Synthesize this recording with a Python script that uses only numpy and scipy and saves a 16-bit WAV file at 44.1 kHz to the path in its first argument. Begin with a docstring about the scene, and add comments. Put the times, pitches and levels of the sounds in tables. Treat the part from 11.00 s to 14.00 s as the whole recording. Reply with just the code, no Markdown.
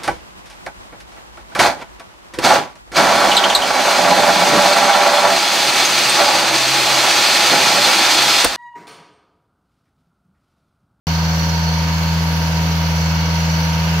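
"""In a small brick room, a belt-driven vacuum pump and its electric motor run steadily near a phone.
The pump's four vanes puff out a deep drone, and its rotor repeats the same clatter on every turn.
The motor hums, while air and bearings hiss and make the casing and pipes ring. The hiss and ringing
shift in level as the phone drifts. The sound cuts in abruptly after a short silence."""
import sys
import numpy as np
from scipy import signal
from scipy.fft import rfft, irfft
from scipy.io import wavfile
from scipy.ndimage import uniform_filter1d

SR = 44100
rng = np.random.default_rng(int(sys.argv[2]) if len(sys.argv) > 2 else 0)


def wav_record(signal):
    """Record a signal, one row per channel, as 16-bit PCM in the file named by sys.argv[1]."""
    frames = np.transpose(np.atleast_2d(signal))
    bounded = np.clip(frames, -1, 1)
    # unit amplitude maps onto the largest positive 16-bit level
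    quanta = np.round(bounded * 32767).astype(np.int16)
    wavfile.write(sys.argv[1], SR, quanta)


N = 132300
SHAFT_HZ, VANES = 20.42004, 4

# In all tables, pan_db is how much louder the left side is, and lead_rad is how far its wave is ahead.
# Likeness runs from 0 (left and right unrelated) to 1 (the same).
# The tone colour of the rushing air: pitch_hz, base_db_per_hz, pan_db, likeness
AIR_COLOUR = [(25, -73, 0, .8), (50, -68, 0, .7), (90, -64.5, 0, 0.4), (159, -62.5, 7, .85),
              (210, -68.5, -3, 1), (262, -62.5, 1, 1), (362, -70, -4, 0.92), (605, -64, -1, 0.57),
              (850, -64, 5.5, 0.96), (1180, -62, 0, 0), (2000, -65.5, -0.5, 0.09), (2950, -65, 0.5, 0.01),
              (3700, -69.5, -2, 0), (4670, -67.5, -8, 0), (5400, -72, -9, 0), (6600, -70.5, -3.5, 0),
              (7400, -77.5, -1, 0.05), (8500, -90.5, -1, 0.1), (10300, -81.5, -2.5, 0), (13000, -77, -4, 0),
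              (15800, -83, 3, .03)]
# Level changes as the phone drifts: time_s, middle_rings_db, high_rings_db, upper_rush_db
PHONE_DRIFT = [(0, 4.5, 0, 0.5), (.4, 4, 6, 0), (.8, 4, 4.5, -0.5), (1.1, 2, -4, 0), (1.5, 1, 1, -0.5),
               (1.7, 0.5, 1, -0.5), (1.9, 2, 4, 0), (2.3, 3, 2.5, -0.5), (2.6, 3, 5, 0),
               (2.85, -2, 1.5, 0.5), (3, -12, -9, 1.5)]


def undb(db):
    """Turn decibels into a gain to multiply by."""
    return 10 ** (np.asarray(db) / 20)


def waver(rate_hz):
    """A smooth random wobble of roughly plus or minus 1."""
    hold = int(SR / rate_hz)
    steps = np.repeat(rng.standard_normal(N // hold + 1), hold)
    return 1.7 * uniform_filter1d(uniform_filter1d(steps, hold), hold)[:N]


def tone(angle, db, pan_db, lead_rad):
    """A pure tone as it reaches the left and right microphones."""
    side = np.array([[.5], [-.5]])
    return np.sqrt(2) * undb(db + pan_db * side) * np.cos(angle + lead_rad * side)


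def air_colour(hz):
    """The air's level, pan and likeness at the given pitches."""
    pitch_hz, *columns = np.array(AIR_COLOUR).T
    return [np.interp(np.log(hz), np.log(pitch_hz), column) for column in columns]


def vane_drone(turn):
    """Each vane pushes out a puff; the puffs blend into a deep note and its slightly late octave."""
    # The drone's two tones: multiple_of_vane_rate, level_db, pan_db, lead_rad
    puff_tones = [(1, -21.2, 1.3, -0.16), (2, -19, -.1, 0.039)]
    out, octave_lag_rad = 0, .29
    for multiple, db, pan_db, lead_rad in puff_tones:
        angle = 2 * np.pi * VANES * multiple * turn - (multiple - 1) * octave_lag_rad
        out += tone(angle, db + .3 * waver(3.26), pan_db, lead_rad)
    return out


def rotor_clatter(turn):
    """The rotor rattles the same way on every turn, so its tones are multiples of the shaft rate."""
    # The strong tones: multiple_of_shaft_rate, base_db, pan_db, lead_rad
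    strong_tones = [(12, -49.4, -2, -0.2), (13, -49.1, -1, -0.0), (14, -51.4, -3, -0.1),
                    (15, -50.7, 0, -0.1), (19, -51.2, -6, 0.4), (24, -46.9, -1, 0.4), (25, -45.6, 0, 0.2),
                    (27, -46.3, -2, 0.5), (30, -45.8, 9, 0.4), (31, -50.7, 0, 0.4), (32, -47.7, -1, 0.0),
                    (34, -51.0, 2, 0.3), (36, -40.7, -5, 0.5), (40, -46.2, -3, -0.8), (43, -49.1, 2, 0.5),
                    (44, -38.0, 4, -0.0), (46, -35.8, 2, 0.3), (47, -59.9, 28, -0.6), (48, -44.2, 0, 0.9),
                    (49, -47.8, 2, 0.4), (52, -52.5, 7, -2.6), (54, -47.7, -6, -1.2), (56, -47.4, -3, 2.9),
                    (59, -50.2, -1, -2.5), (60, -46.2, 2, -1.8), (62, -50.9, -7, -0.3),
                    (64, -48.2, 10, 2.2), (66, -45.9, 3, 3.0), (68, -48.4, 3, -1.1), (72, -50.1, 12, 2.6),
                    (74, -46.9, -4, -0.9), (75, -44.1, 1, -0.2), (78, -45.5, 3, -1.6), (79, -50.8, 1, -1.0),
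                    (81, -61.2, -30, -1.7), (84, -49.6, -8, 1.0), (86, -50.6, -9, 2.9),
                    (96, -49.2, -1, 1.5), (100, -51.0, 0, 0.3), (104, -54.0, -12, 1.0),
                    (110, -45.2, -1, 0.4), (114, -49.6, -1, -2.2), (124, -49.0, -8, 1.4),
                    (129, -52.4, -8, 0.3), (131, -50.0, 0, 0.3), (133, -52.7, 7, -2.7),
                    (138, -51.1, 7, -1.9), (142, -49.5, 9, 2.4), (146, -53.0, -9, -2.3),
                    (159, -53.5, -13, 0.6), (201, -51.5, -5, -2.0), (220, -52.5, -9, 1.2)]
    # The average level of each of the many weak tones: pitch_hz, base_db
    weak_levels = [(100, -53), (400, -56), (900, -56), (1600, -49), (2000, -56), (2800, -52.5), (3500, -56),
                   (4300, -56), (5200, -59), (6500, -58)]
    buzz_db = 1.5 * (np.arange(N) / SR - 1.5)  # grows by 1.5 dB a second
    strong = 0
    for multiple, db, pan_db, lead_rad in strong_tones:
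        in_buzz = 2000 < multiple * SHAFT_HZ < 3200
        angle = 2 * np.pi * multiple * turn + rng.uniform(0, 2 * np.pi)
        strong += tone(angle, db + waver(5.12) + buzz_db * in_buzz, pan_db, lead_rad)

    # Build one turn of weak tones at random levels, then repeat it.
    size = 8192
    multiples = np.arange(size // 2 + 1)
    hz = np.maximum(multiples, 1) * SHAFT_HZ
    pitch_hz, base_db = np.array(weak_levels).T
    db = np.interp(np.log(hz), np.log(pitch_hz), base_db, left=-200, right=-200)
    db -= 5.5 * (multiples % 2)  # odd multiples are weaker
    db[[int(row[0]) for row in strong_tones] + [VANES, 2 * VANES]] = -200  # these already sound
    _, _, likeness = air_colour(hz)
    middle, side = rng.standard_normal((2, len(hz))) + 1j * rng.standard_normal((2, len(hz)))
    weak = []
    for sign in (1, -1):  # left, right
        spectrum = np.sqrt(1 + likeness) * middle + sign * np.sqrt(1 - likeness) * side
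        one_turn = irfft(undb(db) * spectrum, size) * size / np.sqrt(8)
        weak.append(np.interp(turn % 1 * size, np.arange(size), one_turn, period=size))
    return strong + np.array(weak)


def motor_hum(t):
    """Mains power makes the motor hum; the belt and motor shaft add tones of their own."""
    # The hum, belt and shaft tones: pitch_hz, level_db, pan_db, lead_rad
    hum_tones = [(100.6, -40, 2, -0.74), (199, -44.5, -2, 0.077), (299.4, -55, -9, -.2),
                 (159, -56, -1, -.1), (165.6, -43, 1.5, -0.44), (225, -50, 0, -.1), (251.5, -51.5, 5, -.1),
                 (263.1, -47, -6, 0), (281, -51.5, -2, 0), (930.4, -47.3, 2.5, .2)]
    out = 0
    for hz, db, pan_db, lead_rad in hum_tones:
        angle = 2 * np.pi * hz * t + rng.uniform(0, 2 * np.pi)
        out += tone(angle, db + .46 * waver(2.2), pan_db, lead_rad)
    return out


def room_echo(fade_s=.28):
    """The spectra of two echoes off the brick walls, each dying away by 60 dB in fade_s."""
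    tail = rng.standard_normal((2, N)) * undb(-60 * np.arange(N) / SR / fade_s)
    return rfft(tail / np.sqrt(np.sum(tail ** 2, axis=1, keepdims=True)))


def hiss(shape, pan_db, likeness, echo, room_share=.4):
    """Stereo noise with a shaped spectrum; part comes from one spot and is coloured by the room."""
    noise = rfft(rng.standard_normal((3, N)))
    middle, side = np.sqrt(1 - room_share) * noise[:2] + np.sqrt(room_share) * echo * noise[2]
    sign = np.array([[1], [-1]])
    spectrum = np.sqrt(1 + likeness) * middle + sign * np.sqrt(1 - likeness) * side
    return irfft(shape * undb(pan_db * sign / 2) * spectrum, N) / np.sqrt(2)


def air_rush(hz, echo, upper_rush_db):
    """Rushing air makes a broad hiss, in half-octave bands that each flicker on their own."""
    db, pan_db, likeness = air_colour(hz)
    shape = undb(db) * np.sqrt(SR / 2)
    out = 0
    for step in range(21):
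        band = np.cos(np.pi / 2 * np.clip(2 * np.log2(hz / 20) - step, -1, 1))
        drift_db = upper_rush_db * (step > 10)  # bands from about 900 Hz up
        out += undb(drift_db + .77 * waver(9)) * hiss(band * shape, pan_db, likeness, echo)
    return out


def casing_rings(hz, echo, turn, middle_rings_db, high_rings_db):
    """Air makes the casing and pipes ring at their own pitches; the highest pulse three times a turn."""
    # The pitches at which they ring: pitch_hz, width_hz, base_db, pan_db, likeness
    rings = [(497, 22, -44, 0, .9), (550, 10, -49, 0, .8), (948, 64, -36.8, 2, .9), (1105, 16, -48, -2, .3),
             (1440, 14, -49, 1, .4), (1550, 70, -47, 2, .4), (2270, 50, -49, -2, .3),
             (3591, 20, -52, -2, .2), (3515, 20, -53, -2, .2), (4140, 70, -47, -3, .2),
             (4335, 60, -42, -3, .2), (4402, 24, -43.5, -3, .3), (4480, 80, -44, -4, .2),
             (4990, 50, -47, -3, .2), (4870, 70, -51, -3, .2), (5075, 60, -50, -3, .2),
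             (5140, 50, -50, -3, .2), (3010, 60, -49, 0, .2), (4600, 70, -47, -4, .2),
             (5808, 56, -43.3, -6, .2), (5882, 26, -47.5, -6, .3), (5955, 40, -54, -5, .2),
             (5700, 120, -51, -5, .2), (6365, 60, -52, -3, .2)]
    pulsing_db = high_rings_db + 2 * np.cos(2 * np.pi * 3 * (turn - .56))
    out = 0
    for pitch_hz, width_hz, db, pan_db, likeness in rings:
        peak = 1 / (1 + ((hz - pitch_hz) / (width_hz * .73)) ** 2)
        peak /= np.sqrt(np.mean(peak ** 2))
        change_db = pulsing_db if pitch_hz > 5500 else middle_rings_db if pitch_hz > 4000 else 0
        out += undb(db + change_db + .6 * waver(4.03)) * hiss(peak, pan_db, likeness, echo)
    return out


def rotor_throb(turn, loudest_at_turn=.897):
    """A gain that makes the hiss swell a little with every turn and with every vane."""
    angle = 2 * np.pi * (turn - loudest_at_turn)
    return undb(.74 * np.cos(angle) + .5 * np.cos(VANES * angle))


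def scene():
    """Drone, clatter, hum and throbbing hiss all sound together."""
    t = np.arange(N) / SR
    turn = SHAFT_HZ * (t - .01109)  # counts the rotor's turns
    machine = vane_drone(turn) + rotor_clatter(turn) + motor_hum(t)
    hz = np.arange(N // 2 + 1) * SR / N + 1e-3  # the pitches in a spectrum, kept above zero
    time_s, *drifts = np.array(PHONE_DRIFT).T
    middle_rings_db, high_rings_db, upper_rush_db = (np.interp(t, time_s, db) for db in drifts)
    echo = room_echo()
    rush = air_rush(hz, echo, upper_rush_db)
    ringing = casing_rings(hz, echo, turn, middle_rings_db, high_rings_db)
    return machine + (rush + ringing) * rotor_throb(turn)


def record(dry, opens_s=.0694, top_hz=15750):
    """The microphone switches on abruptly, and the very highest treble is cut."""
    is_on = np.arange(N) / SR > opens_s
    treble_cut = signal.ellip(16, .2, 80, top_hz, fs=SR, output="sos")
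    return signal.sosfilt(treble_cut, dry * is_on)


dry = scene()
out = record(dry)
wav_record(out)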